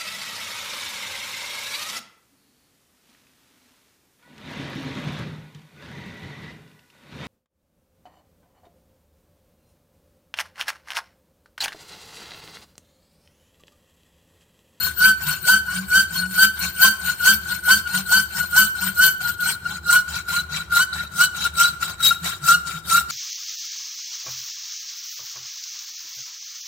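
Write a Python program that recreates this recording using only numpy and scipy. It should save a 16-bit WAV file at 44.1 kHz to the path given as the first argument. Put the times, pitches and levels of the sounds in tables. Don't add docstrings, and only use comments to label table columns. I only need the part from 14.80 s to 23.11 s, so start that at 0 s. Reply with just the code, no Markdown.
import sys
import numpy as np
from scipy import signal
from scipy.fft import rfft, irfft, next_fast_len
from scipy.io import wavfile
from scipy.ndimage import uniform_filter1d

SR = 44100
rng = np.random.default_rng(int(sys.argv[2]) if len(sys.argv) > 2 else 0)


def store_pcm(level_fs):
    pcm = np.round(np.clip(level_fs, -1, 1) * 32767).astype(np.int16)
    wavfile.write(sys.argv[1], SR, np.atleast_2d(pcm).T)


N = 366471
TIME = np.arange(N) / SR

# start t/s, fastest t/s, rasp level/dB, top tooth rate f/Hz
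SAW_STROKES = [(-.059, 0.042, -26.5, 1087), (0.143, 0.256, -18.5, 992), (0.372, 0.508, -29, 1020),
               (0.602, 0.712, -18.5, 1004), (0.83, 0.933, -34, 1165), (1.055, 1.166, -22, 958),
               (1.276, 1.393, -31, 1142), (1.47, 1.627, -19.5, 983.8), (1.728, 1.842, -31, 1086),
               (1.927, 2.052, -18, 1054), (2.172, 2.29, -30.5, 900), (2.365, 2.491, -17, 1130),
               (2.607, 2.735, -36, 970), (2.813, 2.916, -18.5, 1135), (3.04, 3.175, -30, 997),
               (3.239, 3.349, -18.5, 1051), (3.481, 3.601, -32.5, 978), (3.681, 3.797, -18.5, 1096),
               (3.934, 4.07, -30, 1000), (4.137, 4.244, -20, 1065), (4.373, 4.486, -35.5, 936),
               (4.561, 4.697, -21.5, 973), (4.794, 4.95, -35, 863), (5.002, 5.147, -23, 1066),
               (5.248, 5.366, -32, 952), (5.437, 5.555, -21, 1152), (5.674, 5.75, -28, 958),
               (5.868, 5.996, -19, 1062), (6.087, 6.19, -33, 910), (6.289, 6.432, -21, 1188),
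               (6.517, 6.646, -28.5, 904), (6.714, 6.813, -15, 977), (6.991, 7.037, -31, 983),
               (7.165, 7.257, -16.5, 1059), (7.405, 7.463, -27.5, 998), (7.591, 7.709, -19.5, 1138),
               (7.838, 7.894, -34, 990), (8.02, 8.146, -16.5, 1188), (8.274, 8.313, -29, 1170)]
# loudest t/s, rise from 20 dB down t/s, fall to 20 dB down t/s,
# level/dB, bend above the mode f/Hz
CHATTER_SQUEALS = [(0.25, 0.06, 0.094, -11, 35), (0.716, 0.053, 0.087, -12, 48),
                   (1.162, 0.063, 0.088, -14, 64), (1.611, .059, 0.097, -13.5, 54),
                   (2.034, 0.04, 0.11, -14.5, 72), (2.486, 0.043, 0.052, -10.5, 76),
                   (2.92, 0.071, 0.049, -12.5, 80), (3.349, 0.059, 0.079, -13.5, 69),
                   (3.783, 0.068, 0.091, -14.5, 57), (4.219, 0.053, 0.11, -12.5, 69),
                   (4.663, 0.095, 0.059, -23.5, 80), (5.132, 0.074, 0.086, -12, 28),
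                   (5.575, 0.11, 0.055, -21.5, 23), (6.003, 0.1, 0.041, -14, 96),
                   (6.412, .032, 0.057, -11, 80), (6.816, .042, 0.089, -12.5, 20),
                   (7.72, 0.069, 0.057, -12, 50), (8.154, 0.054, 0.051, -11.5, 34)]
# middle t/s, length t/s, pitch f/Hz, level/dB
BLADE_SQUEAKS = [(0.048, 0.13, 4290, -30), (0.497, 0.059, 1453, -24), (0.526, 0.076, 4320, -32.5),
                 (0.915, 0.12, 1460, -26.5), (1.387, .072, 4316, -26), (1.445, 0.065, 1469, -24),
                 (1.836, .06, 4280, -29), (2.29, 0.056, 1459, -20), (2.428, 0.06, 1434, -23.5),
                 (2.72, 0.043, 1445, -23.5), (3.07, 0.036, 1440, -23.5), (3.155, .037, 1446, -21.5),
                 (3.617, .074, 1457, -23), (4.06, 0.103, 1450, -25.5), (4.478, .11, 1429, -24.5),
                 (4.692, 0.068, 8380, -24.5), (4.864, 0.028, 1418, -22), (5.596, 0.027, 3990, -23),
                 (6.664, 0.032, 1408, -18), (6.855, 0.038, 3928, -18.5), (7.031, 0.017, 1385, -17),
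                 (7.269, 0.097, 3816, -13.5), (7.319, 0.025, 1387, -14.5)]
# middle t/s, length t/s, pitch f/Hz, level/dB
FRAME_JUDDERS = [(0.488, .12, 152, -35), (0.996, 0.15, 186, -30), (1.435, 0.27, 180, -33),
                 (1.859, 0.1, 181, -34.5), (3.184, .12, 186, -31.5), (4.072, 0.12, 187, -32),
                 (5.745, 0.1, 155, -38.5), (7.451, 0.088, 173, -35.5), (7.639, 0.065, 146, -37.5),
                 (7.961, 0.12, 159, -42)]
# first f/Hz, last f/Hz, width f/Hz,
# level with the frame held/dB, level let go/dB
UPPER_MODES = [(4298, 3750, 52, 5, 3), (8790, 7900, 320, 1.5, -19), (13980, 15000, 790, 3.5, -36),
               (14570, 11000, 44, 4, -36), (2910, 3600, 230, -2, -10), (2195, 1700, 540, -8, -6),
               (3910, 3750, 280, -8, 1.5)]
# left level/dB, right level/dB
CHATTER_HARMONICS = [(1, 1.5), (-6.5, -9), (-10.5, -9.5), (-11, -13), (-10, -24), (-10.5, -24)]
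# f/Hz, level/dB
PUSH_COLOUR = [(100, -27), (300, -27), (500, -6.5), (900, -3.5), (1900, 1), (2500, 0), (3300, 4.5),
               (6000, 1.5), (6900, -4), (7700, 6), (9000, 1), (10000, -4), (12000, -2.5), (14000, 0),
               (15800, -6)]
# f/Hz, level/dB
PULL_COLOUR = [(100, -37), (300, -13), (500, -1.5), (900, 6), (1900, 8.5), (2500, 9), (3700, 9.5),
               (5500, 5.5), (6500, 2), (7800, 7), (10500, -3.5), (12500, -4.5), (14000, 1.5), (15800, -9)]
# f/Hz, left over right level/dB
STEREO_LEAN = [(300, 1), (1000, 3.5), (4000, 1), (8000, 6), (11000, -1.5), (13000, 14), (15000, 7.5)]
# f/Hz, level/dB
SHOP_COLOUR = [(20, -21), (45, -2), (60, 0.5), (73, 19), (88, 9), (115, 5), (170, -8), (260, -15),
               (350, -2), (480, -14.5), (1000, -11), (4000, -38), (15000, -130)]
# t/s, level/dB
TOOTH_CATCHES = [(.404, -30), (.642, -29), (2.854, -19), (3.699, -33), (3.952, -25.5), (4.406, -24),
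                 (4.603, -20), (5.28, -23.5), (5.483, -21.5), (5.922, -14.5), (6.129, -25), (6.546, -25),
                 (7.204, -20.5), (7.637, -25), (7.684, -8.5), (7.87, -46)]
# t/s, level/dB
TREBLE_GAIN = [(0, .5), (4.3, 2), (4.7, 2.5), (5.15, 4), (5.55, -1.5), (6, 0.5), (6.4, 1.5), (6.85, 1),
               (7.7, 1), (8.3, 1.5)]
# t/s, level/dB
TOOTH_NOTE_GAIN = [(0, -12), (.7, 0.5), (1.15, -13), (2, -2), (5.1, -3.5), (6, -7), (6.8, -4), (7.2, -13),
                   (8.3, -13)]

LET_GO_S = 4.18
FIRST_MODE_HZ, LAST_MODE_HZ, MODE_WIDTH_HZ = 1495.3, 1372, 87.5
FLEX_LAG_S, FLEX_LENGTH_S, FLEX_HZ, FLEX_DB = 0.0325, 0.098, 206, -17
SCRAPE_DB, SCRAPE_DECAY_S = -18, 0.036
BITE_LEAD_S, BITE_DECAY_S, BITE_DB = .034, 0.029, -14
THROB_HZ, DRAG_HZ, BEND_TIME_S, SAG_HZ_PER_S = 31.8, 24.68, 0.0076, 120
RING_OUT_DB, RING_OUT_DECAY_S = -21, 0.069

NEAR_REST_DB = (-45.5, -66)
FAR_REST_DB = (-50, -84)
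PUSH_PEAKEDNESS = (1.3, 0.7)
PULL_PEAKEDNESS = (1.56, 0.46)
RING_DB = (-28, -30.5)
SQUEAL_SQUARENESS = (1.79, 2.35)
THROB_SWING_DB = (0, 3.5)
BEND_LEAD_S = (.013, -0.00397)
STIFFEN_HZ, STIFFEN_BELOW_HZ = (380, 150.6), 6000


def undb(db):
    return 10 ** (np.asarray(db) / 20)


def unit(x):
    return x / np.sqrt(np.mean(np.abs(x) ** 2))


def colour(x, points):
    size = next_fast_len(N)
    hz, db = np.transpose(points)
    log_hz = np.log(np.fft.rfftfreq(size, 1 / SR) + 1)
    gain = undb(np.interp(log_hz, np.log(hz), db))
    return irfft(rfft(x, size) * gain, size)[..., :N]


def wander(rate_hz):
    pole = np.exp(-2 * np.pi * rate_hz / SR)
    return unit(signal.lfilter([1], [1, -2 * pole, pole ** 2], rng.standard_normal(N)))


def turn(hz):
    return 2 * np.pi * np.cumsum(hz) / SR


def resonance(hz, width_hz):
    phase = turn(hz)
    return wander(width_hz / 2) * np.cos(phase) + wander(width_hz / 2) * np.sin(phase)


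def swell(middle, length):
    return np.sin(np.pi * np.clip((TIME - middle) / length + .5, 0, 1))


def noise_tail(t, t60_s):
    return rng.standard_normal((2, len(t))) * undb(-60 * t / t60_s)


def unit_energy(tail):
    return tail / np.sqrt(np.sum(tail ** 2, axis=1, keepdims=True))


def grip(pair, change_s=0.24):
    return np.interp(TIME, [LET_GO_S, LET_GO_S + change_s], pair)


def drifting(first_hz, last_hz):
    return first_hz + (last_hz - first_hz) * (TIME / TIME[-1]) ** 1.8


def shop(floor_db=-45, side_db=-17):
    mid, side = (unit(colour(rng.standard_normal(N), SHOP_COLOUR)) for _ in range(2))
    return undb(floor_db) * (mid + undb(side_db) * side * np.array([[1], [-1]]))


def motion(push_power=2.5, pull_power=0.46, stuck=0.13):
    start, fastest, rasp_db, top_tooth_hz = np.transpose(SAW_STROKES)
    marks = np.maximum.accumulate(np.c_[start, fastest].ravel())
    swing = np.interp(TIME, marks, np.arange(len(marks)) / 2)
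    stroke = swing.astype(int)
    is_push = stroke % 2
    speed = np.abs(np.sin(np.pi * swing))

    reach = (1 + np.cos(np.pi * swing)) / 2
    rest_db = reach * grip(FAR_REST_DB) + (1 - reach) * grip(NEAR_REST_DB)
    peakedness = np.where(is_push, grip(PUSH_PEAKEDNESS), grip(PULL_PEAKEDNESS))
    rasp = undb(rest_db + (rasp_db[stroke] - rest_db) * speed ** np.abs(peakedness))

    ring = undb(grip(RING_DB)) * np.clip(speed - stuck, 0, 1) ** 0.78
    pushing = uniform_filter1d(is_push * 1., size=600)
    tooth_hz = top_tooth_hz[stroke] * speed ** np.where(is_push, push_power, pull_power)
    even = (0.87 + 0.92 * np.sin(2 * np.pi * swing)) * np.clip(tooth_hz / 950, 0, 1) ** 4
    return speed, rasp, ring, tooth_hz, pushing, even


def snags(per_s=45, decay_s=0.02, depth=0.35):
    hits = (rng.random(N) < per_s / SR) * rng.uniform(1.0, 3.4, N)
    pole = np.exp(-1 / (decay_s * SR))
    return unit(1 + depth * signal.lfilter([1], [1, -pole], hits))


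def teeth(rasp, tooth_hz, pushing, even, bite=0.41, grit_db=-2.5, buzz_db=-3, note_db=-3, hiss_db=6.5,
          pull_db=-3, count=11):
    phase = turn(tooth_hz * (1 + .022 * wander(83.2)))
    force = unit((1 + bite * np.cos(phase)) * undb(grit_db * wander(1120)))

    partials = 0
    for k in range(2, count):
        partial = np.sin(k * phase + 0.38 * wander(93))
        partials = partials + partial * undb(2.7 * wander(6.5)) / k ** 0.13
    buzz = undb(buzz_db) * even * unit(partials) * (0.82 + 0.18 * pushing)
    snagged_rasp = rasp * snags()
    hiss = undb(hiss_db) * force * rng.standard_normal((2, N))
    chips = snagged_rasp * (hiss + buzz)

    note_level = undb(-28.0) * (rasp / undb(-38.0)) ** .5
    note = np.sin(phase) * undb(2.3 * wander(13.5) + note_db) * even * note_level
    note = note * undb(np.interp(TIME, *np.transpose(TOOTH_NOTE_GAIN)) + pull_db * (0.5 - pushing))
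    return colour(chips * pushing, PUSH_COLOUR) + colour(chips * (1 - pushing), PULL_COLOUR) + note


def pressure(speed, pushing, lag_s=.03):
    pole = np.exp(-1 / (lag_s * SR))
    return signal.lfilter([1 - pole], [1, -pole], pushing * speed ** 2)


def bolt(rasp, ring, load, upper_db=-1, ping_s=0.0068, settle_s=0.34):
    let_go = np.clip((TIME - LET_GO_S - settle_s) / 0.62, 0, 1)
    upper = 0
    for first_hz, last_hz, width_hz, held_db, free_db in UPPER_MODES:
        stiffening = grip(STIFFEN_HZ) * load * (first_hz < STIFFEN_BELOW_HZ)
        centre = drifting(first_hz, last_hz) + stiffening
        ears = np.array([resonance(centre, width_hz) for _ in range(2)])
        upper = upper + undb(held_db + (free_db - held_db) * let_go) * ears

    pings = 0
    for s, db in TOOTH_CATCHES:
        age = np.clip((TIME - s) / ping_s + .5, 0, 20)
        pings = pings + undb(db) * age * np.exp(1 - age)
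    hz = drifting(FIRST_MODE_HZ, LAST_MODE_HZ)
    first = ring * resonance(hz, MODE_WIDTH_HZ) + pings * np.sin(turn(hz))

    drive = rasp / (1 + rasp / undb(-12.0))
    return undb(upper_db) * drive * upper, first * np.array([[1.12], [.85]])


def frame(speed, glide=0.29, rattle_db=-42):
    flexes = [(s + FLEX_LAG_S, FLEX_LENGTH_S, FLEX_HZ, db + FLEX_DB)
              for _, s, db, _ in SAW_STROKES[1::2] if s < LET_GO_S]
    flex = 0
    for s, length, hz, db in flexes + FRAME_JUDDERS:
        gliding_hz = hz * (1 + glide * np.clip((TIME - s) * 2, -1, 1))
        flex = flex + undb(db) * swell(s, length) * np.sin(turn(gliding_hz))
    rattle = undb(rattle_db) * speed * resonance(np.full(N, 170.), 56.3)
    return np.sqrt(2) * flex + rattle


def chirps(jitter=0.0031, second_db=-21, third_db=-21, lean_db=2.5):
    tones, waver = 0, 1 + jitter * wander(160)
    for s, length, hz, db in BLADE_SQUEAKS:
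        tones = tones + undb(db) * swell(s, length) * np.exp(1j * turn(hz * waver))
    phase = np.angle(tones)
    wave = np.sin(phase) + undb(second_db) * np.sin(2 * phase) + undb(third_db) * np.sin(3 * phase)
    flutter = undb(wander(90) + np.array([[lean_db], [-lean_db]]))
    return np.sqrt(2) * np.abs(tones) * wave * flutter


def patchy(x, patchy_db=4.0):
    cells = signal.stft(x, nperseg=256)[2]
    chance = uniform_filter1d(rng.standard_normal(cells.shape[1:]), size=4, axis=0)
    chance = uniform_filter1d(chance, size=7, axis=1)
    return signal.istft(cells * undb(patchy_db * (unit(chance) - 2.5)))[1][:, :N]


def steel(x, t60_s=0.038, ring_db=-1):
    tail = unit_energy(noise_tail(TIME[:SR // 8], t60_s))
    ringing = undb(ring_db) * signal.fftconvolve(x, tail, axes=1)[:, :N]
    return (x + ringing) / np.hypot(1, undb(ring_db))


def room(x, t60_s=0.83, wet_db=-16, treble_db=-5):
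    t = TIME[:SR * 3 // 4]
    tail = unit_energy(noise_tail(t, t60_s) * (1 - np.exp(-t / 0.012)))
    echo = signal.fftconvolve(x, tail, axes=1)[:, :N]
    return undb(wet_db) * colour(echo, [(1500, 2), (5000, -4.5), (14000, treble_db)])


def squealing():
    rows = np.array(CHATTER_SQUEALS)
    nearest = np.searchsorted((rows[1:, 0] + rows[:-1, 0]) / 2, TIME)
    loudest, rise, fall, db, bend_hz = rows[nearest].T
    age = TIME - loudest
    fade_db = 20 * np.abs(age / np.where(age < 0, rise, fall)) ** grip(SQUEAL_SQUARENESS)
    throb_db = grip(THROB_SWING_DB) * (1 - np.cos(2 * np.pi * THROB_HZ * age))

    bitten = (1 + np.tanh((age + grip(BEND_LEAD_S)) / BEND_TIME_S / 2)) / 2
    bending_hz = bend_hz * bitten - DRAG_HZ * (1 - bitten)
    sag_hz = SAG_HZ_PER_S * np.maximum(age, 0)
    hz = drifting(FIRST_MODE_HZ, LAST_MODE_HZ) + bending_hz - sag_hz
    ring_out = undb(RING_OUT_DB) * bitten * np.exp(-np.abs(age) / RING_OUT_DECAY_S)
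    return undb(db) * (undb(-fade_db - throb_db) + ring_out), hz


def chatter(flex, jitter=0.00395, flutter_db=2.0, sway=8, fray=0.29, lag_ms=0.056, squeal_db=0.2,
            bend_hz=75, soft=0.18):
    size, hz = squealing()
    size = size * undb(squeal_db + flutter_db * wander(40))
    rocking = 1 + sway * np.conj(signal.hilbert(flex, next_fast_len(N))[:N])
    phase = turn(hz * (1 + jitter * wander(90.0))) + np.angle(rocking)
    size = size * np.abs(rocking)
    hardness = np.clip((hz - drifting(FIRST_MODE_HZ, LAST_MODE_HZ)) / bend_hz, soft, 1)
    lag = 2 * np.pi * FIRST_MODE_HZ * lag_ms / 1000
    out = 0
    for k, (left_db, right_db) in enumerate(CHATTER_HARMONICS, 1):
        angle = k * phase + (k - 1) * fray * wander(120)
        wave = np.array([undb(left_db) * np.sin(angle), undb(right_db) * np.sin(angle + k * lag)])
        out = out + wave * size * (hardness if k > 1 else 1)
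    return np.sqrt(2) * out


def scrapes():
    catches = [(s, db + SCRAPE_DB, SCRAPE_DECAY_S) for s, db in TOOTH_CATCHES]
    bites = [(s - BITE_LEAD_S, db + BITE_DB, BITE_DECAY_S)
             for _, s, db, _ in SAW_STROKES[1::2] if s < LET_GO_S]
    return sum(undb(db) * (TIME > s) * np.exp(-np.abs(TIME - s) / decay) for s, db, decay in catches + bites)


def scene():
    speed, rasp, ring, tooth_hz, pushing, even = motion()
    rasp = rasp + scrapes()
    flex = frame(speed)
    upper, first = bolt(rasp, ring, pressure(speed, pushing))
    upper = upper * undb(3.0 - 3.2 * pushing)
    chips = teeth(rasp, tooth_hz, pushing, even)
    cut = steel(patchy(chips + upper)) + first

    treble = colour(cut, [(3000, -28), (6000, 0)])
    treble_gain = undb(np.interp(TIME, *np.transpose(TREBLE_GAIN)))
    cut = cut + treble * (treble_gain - 1)
    cut = np.array([colour(ear, [(hz, side * db) for hz, db in STEREO_LEAN])
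                    for ear, side in zip(cut, (.5, -.5))])
    saw = cut + chatter(flex) + chirps() + flex
    return saw + room(saw) + shop()


def record(dry, top_hz=15900):
    rounded = dry / (1 + np.abs(dry / .92) ** 8) ** (1 / 8)
    return signal.sosfilt(signal.ellip(10, .2, 80, top_hz, fs=SR, output="sos"), rounded)


dry = scene()
out = record(dry)
store_pcm(out)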